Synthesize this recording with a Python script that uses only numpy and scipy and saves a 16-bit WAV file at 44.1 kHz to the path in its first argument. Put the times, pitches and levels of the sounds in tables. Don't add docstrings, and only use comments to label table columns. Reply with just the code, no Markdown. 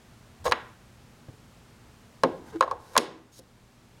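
import sys
import numpy as np
from scipy import signal
from scipy.fft import rfft, irfft, next_fast_len
from scipy.io import wavfile

SR = 44100
rng = np.random.default_rng(int(sys.argv[2]) if len(sys.argv) > 2 else 0)


def transcribe(u):
    v = np.clip(np.atleast_2d(u).T, -1, 1)
    q = np.round(v * 32767).astype(np.int16)
    wavfile.write(sys.argv[1], SR, q)


N = 176400
T = np.arange(N) / SR

# frequency in Hz, relative level in dB.
AIR_COLOUR = [(15, -34.5), (25, -12), (43, -7.5), (117, -8), (212, -10.5), (242, -10.5), (263, -16.5),
              (373, -16), (516, -19), (607, -19.5), (887, -20.5), (1290, -22.5), (1840, -25.5), (7710, -34),
              (16000, -44.5)]
# frequency in Hz, RMS level in dB.
HUM_TONES = [(118.6, -61), (240, -66.5)]
# start and end in seconds, final gain in dB,
# swell up to it in dB, then the low body and the thin ring in dB relative to that gain.
SCRAPES = [(0.443, 0.468, -39.5, 5.5, 8, -24), (0.457, 0.504, -49, -3, 9.5, -3.5),
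           (2.459, 2.515, -62, 0, 17, -13), (2.521, 2.574, -65.5, 2, 26, -10.5),
           (2.787, 2.963, -53.5, 10.5, 13, -23.5), (3.32, 3.399, -45.5, 12.5, -34, -11)]
# frequency in Hz, gain in dB.
SCRAPE_COLOUR = [(200, -4), (1000, 0), (2500, -8.5), (4400, 2.5), (6000, 1), (8600, -2.5), (13000, -7),
                 (16000, -15)]
# frequency in Hz, height in dB, T60 in seconds.
STEEL_MODES = [(177.1, 0.5, .14), (256.5, 4, 0.15), (329.3, 0.5, 0.16), (426, -10.5, 0.14),
               (528.9, 6.5, 0.074), (603, -0.5, 0.02), (774.5, -9.5, .06), (919, -7, 0.049),
               (1060, 2, 0.018), (1074, -9.5, .06), (1168, -6.5, 0.089), (1287, -7, .04),
               (1665, 2.5, 0.025), (1980, -4, .025), (2257, -1, .035), (4000, 6, 0.026),
               (5660, -7.5, 0.018), (10000, 3, 0.02)]
# start in seconds, then housing thud, panel, socket ring and clack
# in dB, clack frequency in Hz, tick in dB.
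HITS = [(0.4547, -3.5, 16.5, 19, -6, 2000, -10.5), (0.4610, 0.5, 26, 16, 2, 2000, -23),
        (0.4677, -0.5, 17, 8, 8.5, 2000, -21), (0.4790, -14, 1.5, 18, -7, 2000, -14),
        (0.5130, -7, 4, 20.5, -0.5, 2000, -10.5), (0.521, 13.5, 13, 31, 25.5, 1650, -3),
        (1.284, 2.5, -7.5, -12, -25, 2000, -45), (2.2350, 25.5, 28.5, 26.5, 14.5, 1700, -4.5),
        (2.2460, 24, 23, 18, -0.5, 1700, -25), (2.6086, 13.5, 23, 31, 11, 2300, -2.5),
        (2.6247, -6.5, 10.5, 31, 6, 2200, -16.5), (2.6357, -3.5, 12, 23, -8.5, 2200, -21.5),
        (2.643, -10.5, 15, 16, -14, 2200, -28), (2.6779, -7, 7, 19.5, -15.5, 2000, -29),
        (2.7114, -12, 8, 8.5, -7.5, 2000, -14.5), (2.7125, -3.5, 13.5, 25.5, -8.5, 2000, -23),
        (2.717, -7, 9, 20.5, -13, 2000, -29), (2.9539, -6, 10.5, 20.5, -1.5, 2400, -39),
        (2.9656, 0.5, 22, 40, 10.5, 2400, 0.5), (2.9748, -4.5, 11, 17, -6.5, 2200, -30.5),
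        (2.9774, 31.5, 35.5, 28, 26, 2300, 24.5), (3.391, -0.5, -3, -12, -40, 2000, -13)]
# frequency in Hz, level in dB, T60 in seconds.
SHEET_DECAY = [(100, -5.5, 0.04), (392, -2, 0.15), (988, -11, 0.061), (2050, -6, 0.05), (4503, 0, .022),
               (7900, -5.5, .014), (9630, -7.5, 0.012), (15000, -1, 0.0093)]
# centre in seconds, RMS level there in dB, half-width in seconds.
HAND_PRESSES = [(0.472, -45, 0.069), (2.749, -50.5, .07)]
# start in seconds, pitch in Hz, peak in dB, attack and T60 in seconds.
SOFT_TOUCHES = [(1.284, 113, -32.5, 0.0065, 0.048), (2.53, 435, -34, .02, 0.074),
                (2.547, 327.3, -25.5, .016, 0.11)]
# frequency in Hz, level in dB, T60 in seconds.
ROOM_DECAY = [(100, -7, 0.71), (250, -8.5, 0.69), (500, -7, 0.38), (1000, -16, .48), (2010, -14, .48),
              (4370, -13.5, 0.35), (7660, -27.5, .36), (10490, -19, 0.17), (15100, -25, .22)]

MODES_SEND_DB, SHEET_SEND_DB, BUMP_SEND_DB = -6.5, -4, -3


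def from_db(db):
    return 10 ** (np.asarray(db) / 20)


def unit_rms(x):
    return x / np.sqrt(np.mean(x ** 2) + 1e-20)


def decay(t, t60):
    return np.exp(-np.log(1000) * t / t60)


def at_hz(table, hz, column=1):
    table = np.array(table)
    return np.interp(np.log(np.maximum(hz, 1)), np.log(table[:, 0]), table[:, column])


def colour(x, curve):
    size = 2 * next_fast_len(len(x), real=True)
    hz = np.arange(size // 2 + 1) * SR / size
    cepstrum = irfft(np.log(from_db(at_hz(curve, hz))))
    cepstrum[1:size // 2] *= 2
    cepstrum[size // 2 + 1:] = 0
    return irfft(rfft(x, size) * np.exp(rfft(cepstrum)))[:len(x)]


def add(out, start_s, x):
    start = int(start_s * SR)
    out[start:start + len(x)] += x[:N - start]


def noise_tail(table, size, build_s=1e-5):
    t, out, edges = T[:size], 0, np.geomspace(40, 18000, 27)
    white, bins = rfft(rng.standard_normal(size)), np.fft.rfftfreq(size, 1 / SR)
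    for low, high in zip(edges, edges[1:]):
        hz = np.sqrt(low * high)
        envelope = decay(t, at_hz(table, hz, column=2)) * (1 - np.exp(-t / build_s))
        band = irfft(white * (bins >= low) * (bins < high), size) * envelope
        out += from_db(at_hz(table, hz)) * unit_rms(band) * np.sqrt(2 * (high - low) / SR / size)
    return out


def room_tone(air_db=-54.5):
    hum = sum(from_db(db) * np.sqrt(2) * np.sin(2 * np.pi * (hz * T + rng.random()))
              for hz, db in HUM_TONES)
    air = colour(rng.standard_normal(N + SR), AIR_COLOUR)[SR:]
    return hum + from_db(air_db) * unit_rms(air)


def scrapes(slips_per_s=5400, spread_db=2.5, direct_db=1.5, split_hz=1900, edge_s=0.0055):
    slips = (rng.random(N) < slips_per_s / SR) * rng.choice([-1, 1], N)
    slips = slips * from_db(spread_db * rng.exponential(1, N))
    ringing = signal.fftconvolve(slips, steel_ring(size=8192, scatter_db=-0.2))[:N]
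    rub = unit_rms(colour(slips * from_db(direct_db) + ringing, SCRAPE_COLOUR))
    body = signal.sosfilt(signal.butter(3, split_hz, "low", fs=SR, output="sos"), rub)
    hiss = signal.sosfilt(signal.butter(3, split_hz, "high", fs=SR, output="sos"), rub)
    thin_ring = unit_rms(signal.fftconvolve(slips, tamper_ping())[:N])
    out = np.zeros(N)
    for start, end, db, swell_db, body_db, thin_db in SCRAPES:
        gate = np.clip(np.minimum(T - start, end - T) / edge_s + .5, 0, 1)
        swell = from_db(db + swell_db * np.clip((T - end) / (end - start), -1, 0))
        out += gate * swell * (hiss + from_db(body_db) * body + from_db(thin_db) * thin_ring)
    return out


def steel_ring(size, scatter_db, bloom_cycles=0.41):
    t, out = T[:size], 0
    for hz, db, t60 in STEEL_MODES:
        height = from_db(db + scatter_db * rng.standard_normal())
        amplitude = height * 2 * np.log(1000) / (t60 * SR)
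        bloom = 1 - np.exp(-hz * t / bloom_cycles)
        out += amplitude * bloom * decay(t, t60) * np.sin(2 * np.pi * hz * t)
    return out


def tamper_ping(hz=6600, t60=0.10):
    t = T[:SR // 5]
    return decay(t, t60) * np.sin(2 * np.pi * hz * t)


def knocks(thud_hz=273, panel_hz=504, ring_hz=1107, tick_hz=9140, ping_db=-61):
    close, send, size = np.zeros(N), np.zeros(N), SR // 5
    smooth_sheet = from_db(SHEET_SEND_DB) * signal.unit_impulse(size)
    for start, thud, panel, ring, clack, clack_hz, tick in HITS:
        contact_eq = [(64, thud - 18.5), (thud_hz, thud), (panel_hz, panel), (ring_hz, ring),
                      (clack_hz, clack), (tick_hz, tick), (16000, tick - 21.5)]
        modes = steel_ring(size, scatter_db=2.67)
        sheet = noise_tail(SHEET_DECAY, size)
        ping = from_db((ring + tick) / 2 + ping_db) * tamper_ping()
        add(close, start, colour(modes + sheet, contact_eq) + ping)
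        add(send, start, colour(from_db(MODES_SEND_DB) * modes + smooth_sheet, contact_eq))
    return close, send


def hand_rumble(band_hz=(56, 112)):
    bandpass = signal.butter(2, band_hz, "band", fs=SR, output="sos")
    rumble = unit_rms(signal.sosfilt(bandpass, rng.standard_normal(N)))
    swells = sum(from_db(db) * np.exp(-((T - centre) / width) ** 2) for centre, db, width in HAND_PRESSES)
    return rumble * swells


def bumps():
    out, t = np.zeros(N), T[:SR // 2]
    for start, hz, db, attack_s, t60 in SOFT_TOUCHES:
        envelope = np.minimum(t / attack_s, 1) * decay(np.maximum(t - attack_s, 0), t60)
        add(out, start, from_db(db) * envelope * np.sin(2 * np.pi * hz * t))
    return out


def scene():
    hits, hit_send = knocks()
    friction, soft = scrapes(), bumps()
    send = hit_send + friction + from_db(BUMP_SEND_DB) * soft
    reverb = signal.fftconvolve(send, noise_tail(ROOM_DECAY, size=32768, build_s=0.016))[:N]
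    return (hits + friction + soft + hand_rumble() + reverb + room_tone())[None]


def record(dry, limit_db=-5, attack_s=0.00046, release_s=0.63, cutoff_hz=16200):
    over_db = np.maximum(20 * np.log10(np.abs(dry[0]) + 1e-9) - limit_db, 1e-6)
    held_db = np.exp(np.maximum.accumulate(np.log(over_db) + T / release_s) - T / release_s)
    pole = np.exp(-1 / (attack_s * SR))
    duck_db = signal.lfilter([1 - pole], [1, -pole], held_db)
    top_cut = signal.ellip(10, .2, 80, cutoff_hz, fs=SR, output="sos")
    return signal.sosfilt(top_cut, np.tanh(dry * from_db(-duck_db)))


dry = scene()
out = record(dry)
transcribe(out)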